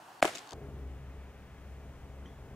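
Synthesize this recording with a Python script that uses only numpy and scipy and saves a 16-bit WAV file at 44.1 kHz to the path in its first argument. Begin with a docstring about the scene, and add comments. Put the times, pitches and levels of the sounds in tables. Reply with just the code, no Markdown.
"""Open baseball field, behind the plate. A pitch brushes the rim of the catcher's mitt and pops the pocket.
A deeper slap follows, the backstop and stands throw the pop back, and the leather creaks as the mitt
closes. At 0.54 s the listening point jumps to the mound: open air, a low rumble, the firing tone and
overtones of a distant engine, and one faint tap near the end."""
import sys
import numpy as np
from scipy import signal
from scipy.fft import rfft, irfft
from scipy.io import wavfile
from scipy.ndimage import uniform_filter1d

SR = 44100
rng = np.random.default_rng(int(sys.argv[2]) if len(sys.argv) > 2 else 0)


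def int16_out(signal):
    """Quantize to a 16-bit WAV file."""
    q = np.round(np.clip(np.atleast_2d(signal).T, -1, 1) * 32767)
    wavfile.write(sys.argv[1], SR, q.astype(np.int16))


N = 112454
TIME_S = np.arange(N) / SR
CATCH_S, MOVE_S = 0.2255, 0.54


def undb(db):
    return 10 ** (np.asarray(db) / 20)


def curve(rows, col=1):
    """Linear interpolation of one column over time."""
    rows = np.array(rows)
    return np.interp(TIME_S, rows[:, 0], rows[:, col])


def shaped(x, spectrum):
    """Filter x by (freq_hz, gain_db) points."""
    hz, db = np.array(spectrum, float).T
    bin_hz = np.arange(N // 2 + 1) * SR / N
    gain = undb(np.interp(np.log(bin_hz + 1), np.log(hz), db))
    return irfft(rfft(x) * gain, N)


def noise(spectrum):
    """Coloured noise, unit RMS."""
    x = shaped(rng.standard_normal(N), spectrum)
    return x / x.std()


def stereo_noise(spectrum, width):
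    """Coloured mid/side noise, unit RMS."""
    side = shaped(noise(spectrum), width)
    x = noise(spectrum) + side * np.array([[1], [-1]])
    return x / x.std()


def band_noise(hz, width_hz):
    """Noise passed twice through a resonator, unit RMS."""
    b, a = signal.iirpeak(hz, hz / width_hz, fs=SR)
    x = signal.lfilter(b, a, signal.lfilter(b, a, rng.standard_normal(N)))
    return x / x.std()


def butter(x, kind, hz, order=2):
    return signal.sosfilt(signal.butter(order, hz, kind, fs=SR, output="sos"), x)


def pan(left_minus_right_db):
    return undb(np.array([[1], [-1]]) * left_minus_right_db / 2)


def delayed(x, delay_s):
    return np.roll(x, int(delay_s * SR), axis=-1)


def since(start_s):
    return np.maximum(TIME_S - start_s, 0)


def burst(start_s, rise_s, decay_s):
    age_s = since(start_s)
    return (1 - np.exp(-age_s / rise_s)) * np.exp(-age_s / decay_s)


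def swell(u):
    """Rises to 1 at u = 1, then dies away."""
    return (u * np.exp(1 - u)) ** 2


def bump(centre_s, width_s):
    return np.exp(-((TIME_S - centre_s) / width_s) ** 2 / 2)


def drift(rate_hz):
    """Smooth random signal, spread near 1."""
    hold = int(SR / rate_hz)
    steps = np.repeat(rng.standard_normal(N // hold + 1), hold)
    return 1.3 * uniform_filter1d(uniform_filter1d(steps, hold), hold)[:N]


# Air behind the plate: freq_hz, density_db
PLATE_AIR_SPECTRUM = [(30, -28), (70, -16), (140, -6), (210, -11.5), (310, -5), (500, -10), (760, 2.5),
                      (1100, -3), (1350, -6), (1650, -6.5), (2200, -17), (2800, -13), (3600, -19),
                      (4500, -19.5), (8200, -23), (15000, -30.5)]
# Stereo width of the field: freq_hz, side_minus_mid_db
FIELD_SIDE = [(100, -36), (380, -16.5), (700, -10), (1300, -3), (2400, -6), (4400, -4), (8000, -8.5),
              (15000, -41)]


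def plate_air():
    """Open air and far whistles; both drop out briefly before the catch."""
    air = undb(-53.5 - 0.22 * drift(30.5)) * stereo_noise(PLATE_AIR_SPECTRUM, FIELD_SIDE)
    gate = 1.0 * ((TIME_S < 0.2069) | (TIME_S > 0.2166))
    return (air + whistles()) * butter(gate, "low", hz=510)


# Far whistles: centre_s, width_s, pitch_hz, level_db
WHISTLE_TONES = [(.19, 0.028, 4485, -69), (.51, 0.024, 4470, -63)]


def whistles():
    """Thin high tones swell and fade in the distance."""
    return sum(undb(db) * bump(centre_s, width_s) * band_noise(hz, width_hz=94)
               for centre_s, width_s, hz, db in WHISTLE_TONES)


def thump(modes, start_s, sag_per_s=21):
    """Heavily damped modes swell briefly and sink in pitch as the leather gives."""
    age_s = since(start_s)
    out = 0
    for hz, db, peak_s, width_s in modes:
        phase = 2 * np.pi * hz * age_s * (1 - sag_per_s * (age_s / 2 - peak_s))
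        out += undb(db) * bump(start_s + peak_s, width_s) * np.sin(phase)
    return out


# Pocket modes, low ones building later as the ball sinks in: pitch_hz, gain_db, peak_after_s, width_s
POCKET_MODES = [(174, -20.5, 0.0061, 0.0024), (315, -13, 0.0044, 0.0014), (662, -0.7, 0.0033, 0.0014),
                (1240, -7, 0.0021, 0.00091), (1463, -3.5, 0.0013, 0.00098), (2310, -6, 0.00074, 0.00079),
                (3640, -22, 0.002, .0009)]
# Leather on leather: freq_hz, density_db
SLAP_SPECTRUM = [(100, -9), (400, 5), (1000, 6), (2500, 3.5), (4500, -5), (7000, -3.5), (10000, -7),
                 (15000, -29)]
# Stereo width of the close slap: freq_hz, side_minus_mid_db
CLOSE_SIDE = [(100, -36), (1300, -9), (3000, -13), (8000, -23), (15000, -33)]


def catch():
    """The ball brushes the rim, then slaps the leather and pops the pocket."""
    pop = undb(-9.5) * thump(POCKET_MODES, CATCH_S)
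    slap = undb(-23) * burst(CATCH_S, rise_s=0.0001, decay_s=0.0045)
    slap = slap * stereo_noise(SLAP_SPECTRUM, CLOSE_SIDE)
    graze = delayed(undb(-25.5) * pop + undb(-11.5) * slap, delay_s=-0.004)
    return (pop + slap + graze) * pan(0.5)


def grainy_noise(spectrum, grain):
    """Stereo noise broken into millisecond grains, unit RMS."""
    x = np.exp(grain * drift(900)) * stereo_noise(spectrum, FIELD_SIDE)
    return x / x.std()


# Leather and laces: freq_hz, density_db
CRACKLE_SPECTRUM = [(100, -7), (500, -10), (2000, 5.5), (4500, -4.5), (7500, -1.5), (10000, -2),
                    (15000, -21)]


def crackle():
    """Leather and laces crackle as they take up the ball."""
    envelope = undb(-38) * burst(CATCH_S, rise_s=0.0026, decay_s=0.061)
    return envelope * grainy_noise(CRACKLE_SPECTRUM, grain=0.45)


# Echoes off the stands: delay_s, spread_s, gain_db, treble_lift_db
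STAND_ECHOES = [(.031, 0.0045, -23, 6), (0.045, 0.0063, -26, 11), (0.0498, 0.0034, -20, 9),
                (.057, .012, -23, -1), (0.122, 0.0088, -26.5, 15)]
# Stereo width of those echoes: freq_hz, side_minus_mid_db
ECHO_SIDE = [(100, -12), (350, -14), (700, -8), (1300, -10), (2400, 4), (4400, -1), (8000, -3),
             (15000, -23)]
# Early field tail: freq_hz, density_db
EARLY_SPECTRUM = [(100, -37), (300, 5.5), (700, 7.5), (1100, 1), (2300, -4), (4000, -13), (8000, -16.5),
                  (15000, -31)]
# Late field tail: freq_hz, density_db
LATE_SPECTRUM = [(50, -14), (130, -1), (350, 4.5), (800, 0), (2200, -3), (4000, -5), (8000, -15.5),
                 (15000, -42)]


def echoes(blow, wall_delay_s=0.0193):
    """A dull echo off the low backstop, scattered ones off the stands, and the field's tail."""
    def tail(spectrum, rise_s, t60_s):
        envelope = burst(CATCH_S + wall_delay_s, rise_s, t60_s / np.log(1000))
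        return envelope * stereo_noise(spectrum, FIELD_SIDE)

    wall = undb(-9.5) * butter(delayed(blow, wall_delay_s), "low", hz=1700, order=4)
    mono = blow.mean(axis=0)
    stands = 0
    for delay_s, spread_s, db, lift_db in STAND_ECHOES:
        scatter = stereo_noise([(100, 0), (1500, 0), (6000, lift_db)], ECHO_SIDE)
        response = scatter * swell(2 * since(delay_s) / spread_s)
        echo = signal.fftconvolve(response, mono[None], axes=1)[:, :N]
        stands += undb(db) * echo * mono.std() / echo.std()
    early = undb(-29.5) * tail(EARLY_SPECTRUM, rise_s=0.0011, t60_s=0.16)
    late = undb(-41) * tail(LATE_SPECTRUM, rise_s=0.03, t60_s=0.78)
    return wall + stands + early + late


# Modes of the second slap: pitch_hz, gain_db, peak_after_s, width_s
SECOND_SLAP_MODES = [(355, -7, 0.0038, 0.0035), (597, -1, 0.0047, 0.0012), (860, -4.5, 0.0023, 0.0012),
                     (2050, -4, 0.0011, 0.00083), (3120, -10, 0.0023, 0.0011)]


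def second_slap(start_s=0.2518):
    """A weaker, deeper slap from the left, with little bass."""
    slap = undb(-25) * burst(start_s, rise_s=0.00022, decay_s=0.0036)
    slap = slap * stereo_noise(SLAP_SPECTRUM, ECHO_SIDE)
    body = undb(-21.5) * butter(thump(SECOND_SLAP_MODES, start_s), "high", hz=200)
    return np.array([body, delayed(body, delay_s=0.0002)]) * pan(4.5) + slap


# Rubbing leather: freq_hz, density_db
RUB_SPECTRUM = [(200, -15), (1000, -19), (2300, 6), (7300, 2), (9000, -7), (15000, -18)]


def rub():
    """Leather rubs as the mitt squeezes shut."""
    return undb(-50.5) * bump(centre_s=0.373, width_s=0.018) * grainy_noise(RUB_SPECTRUM, grain=0.69)


# Leather slips: start_s, level_db, left_minus_right_db
SLIPS = [(0.337, -44, 12), (0.346, -44, -1), (0.3524, -30, 3), (0.3577, -35.5, 20), (.371, -49, 4),
         (0.3837, -37.5, 19), (.39, -39.5, 13), (.474, -45.5, 14), (0.492, -45, 9), (0.5083, -36, 5),
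         (0.5202, -39, 10.5), (0.532, -37.5, 6)]
# Modes of one slip: pitch_hz, gain_db, peak_after_s
SLIP_MODES = [(3590, -7, 0.00042), (4500, -15.5, 0.00067), (6440, -6, 0.00038), (7000, -16.5, 0.00056)]
# Slip noise: freq_hz, density_db
GRIT_SPECTRUM = [(200, -18), (1500, -18), (3500, 7.5), (7500, 5), (9000, -5.5), (15000, -20)]


def creaks():
    """Stick-slip in the leather: each slip rings randomly detuned modes with a burst of grit."""
    grit = undb(-9) * stereo_noise(GRIT_SPECTRUM, FIELD_SIDE)
    out = 0
    for start_s, level_db, pan_db in SLIPS:
        age_s = since(start_s)
        slip = grit * burst(start_s, rise_s=0.0001, decay_s=0.0019)
        for hz, gain_db, peak_s in SLIP_MODES:
            detuned_hz = hz * (1 + 0.062 * rng.standard_normal())
            slip += undb(gain_db) * swell(age_s / peak_s) * np.sin(2 * np.pi * detuned_hz * age_s)
        out += undb(level_db) * pan(pan_db) * slip
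    return out


# Soft knocks: start_s, level_db, pitch_hz, width_hz, decay_s
SOFT_KNOCKS = [(0.353, -50, 277, 250, 0.0091), (0.522, -34.5, 620, 467, 0.0081),
               (0.522, -44.5, 336, 260, 0.013), (2.252, -39.5, 162, 250, 0.0089)]


def knocks():
    """Dull knocks among the creaks, and a low one under the tap."""
    return sum(undb(db) * burst(start_s, 0.0029, decay_s) * band_noise(hz, width_hz)
               for start_s, db, hz, width_hz, decay_s in SOFT_KNOCKS)


# Air on the mound: freq_hz, density_db
MOUND_AIR_SPECTRUM = [(15, -7), (28, 4.5), (60, 7), (150, 1.5), (300, -8), (600, -6.5), (1000, -12.5),
                      (2100, -17), (3300, -23.5), (4500, -32.5), (6500, -31.5), (10000, -36.5),
                      (15500, -39)]
# Stereo width on the mound: freq_hz, side_minus_mid_db
MOUND_SIDE = [(100, -16.5), (380, -20.5), (700, -21.5), (1300, -17), (2400, -20), (4400, -1.5),
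              (15000, -1.5)]
# Rumble colour: freq_hz, density_db
RUMBLE_SPECTRUM = [(25, -13), (60, 2.5), (130, 2), (200, -5), (360, -6), (420, 0.5), (490, -10.5),
                   (700, -11.5), (1500, -26.5), (5000, -47.5)]
# Rumble envelope: time_s, level_db
RUMBLE_ENVELOPE = [(.55, -49.5), (.68, -49), (.85, -52), (1.15, -57), (1.55, -63.5), (1.8, -59.5),
                   (2.05, -58.5), (2.3, -54.5), (2.54, -54.5)]


def mound_air():
    """Steady open air, a shifting rumble and one soft swell of hiss."""
    air = undb(-53 - 0.22 * drift(6.36)) * stereo_noise(MOUND_AIR_SPECTRUM, MOUND_SIDE)
    rumble_db = curve(RUMBLE_ENVELOPE) + 1.5 * drift(18)
    rumble = undb(rumble_db) * stereo_noise(RUMBLE_SPECTRUM, MOUND_SIDE)
    hiss = stereo_noise([(400, -14), (1600, 0), (2500, -4), (4500, -22), (15000, -40)], MOUND_SIDE)
    return air + rumble + undb(-67.5) * bump(centre_s=1.29, width_s=0.31) * hiss


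# Engine firing tone: time_s, firing_hz, level_db
ENGINE_FIRING = [(.54, 66.7, -47.5), (.66, 66.82, -54), (.74, 67.4, -44), (.88, 67.15, -42.5),
                 (1.0, 67.5, -48.5), (1.2, 67.84, -46), (1.42, 67.74, -56.5), (1.55, 67.15, -53.5),
                 (1.68, 67.74, -47.5), (1.86, 67.6, -48.5), (1.99, 66.14, -54.5), (2.08, 68.42, -50),
                 (2.23, 68.1, -47.5), (2.32, 66.9, -56), (2.4, 65.6, -51), (2.54, 66.4, -70)]
# Engine overtones: harmonic, level_db
ENGINE_OVERTONES = [(2, -59.5), (3, -65.5), (4, -67), (6, -73.5)]


def engine(waver_db=3.5, overtone_follow=0.15):
    """A far engine drones at its firing rate; wavering overtones partly follow its swells."""
    firing_hz = curve(ENGINE_FIRING) * (1 + 0.0054 * drift(11.93))
    phase = 2 * np.pi * np.cumsum(firing_hz) / SR
    level_db = curve(ENGINE_FIRING, col=2)
    swell_db = overtone_follow * (level_db - level_db.mean())
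    tone = undb(level_db) * np.sin(phase)
    for harmonic, db in ENGINE_OVERTONES:
        gain = undb(db + swell_db + waver_db * drift(14))
        tone += gain * np.sin(harmonic * phase + 1.1 * drift(18))
    return np.sqrt(2) * tone  # RMS to peak


# Tap resonances: pitch_hz, width_hz, level_db, decay_s
TAP_MODES = [(1095, 36, -61, 0.04), (1934, 500, -60, 0.013), (3120, 130, -56, 0.009),
             (3340, 360, -67.5, 0.073), (5950, 640, -69, 0.022)]


def tap(start_s=2.256, rise_s=0.0014):
    """One faint, distant tap rings briefly."""
    return sum(undb(db) * burst(start_s, rise_s, decay_s) * band_noise(hz, width_hz)
               for hz, width_hz, db, decay_s in TAP_MODES)


def scene(crossfade_s=0.0067):
    """The catch from behind the plate, then the mound."""
    blow = catch()
    plate = blow + second_slap() + echoes(blow) + crackle() + rub() + creaks() + plate_air()
    left, right = (mound_air() + engine()) * pan(1.5)
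    mound = np.array([left, delayed(right, delay_s=0.00009)])
    moved = np.clip((TIME_S - MOVE_S) / crossfade_s + 0.5, 0, 1)
    return plate * (1 - moved) + mound * moved + knocks() + tap()


def record(dry):
    """Steep low-pass at 15.6 kHz."""
    return signal.sosfilt(signal.ellip(10, 0.2, 80, 15600, fs=SR, output="sos"), dry)


dry = scene()
out = record(dry)
int16_out(out)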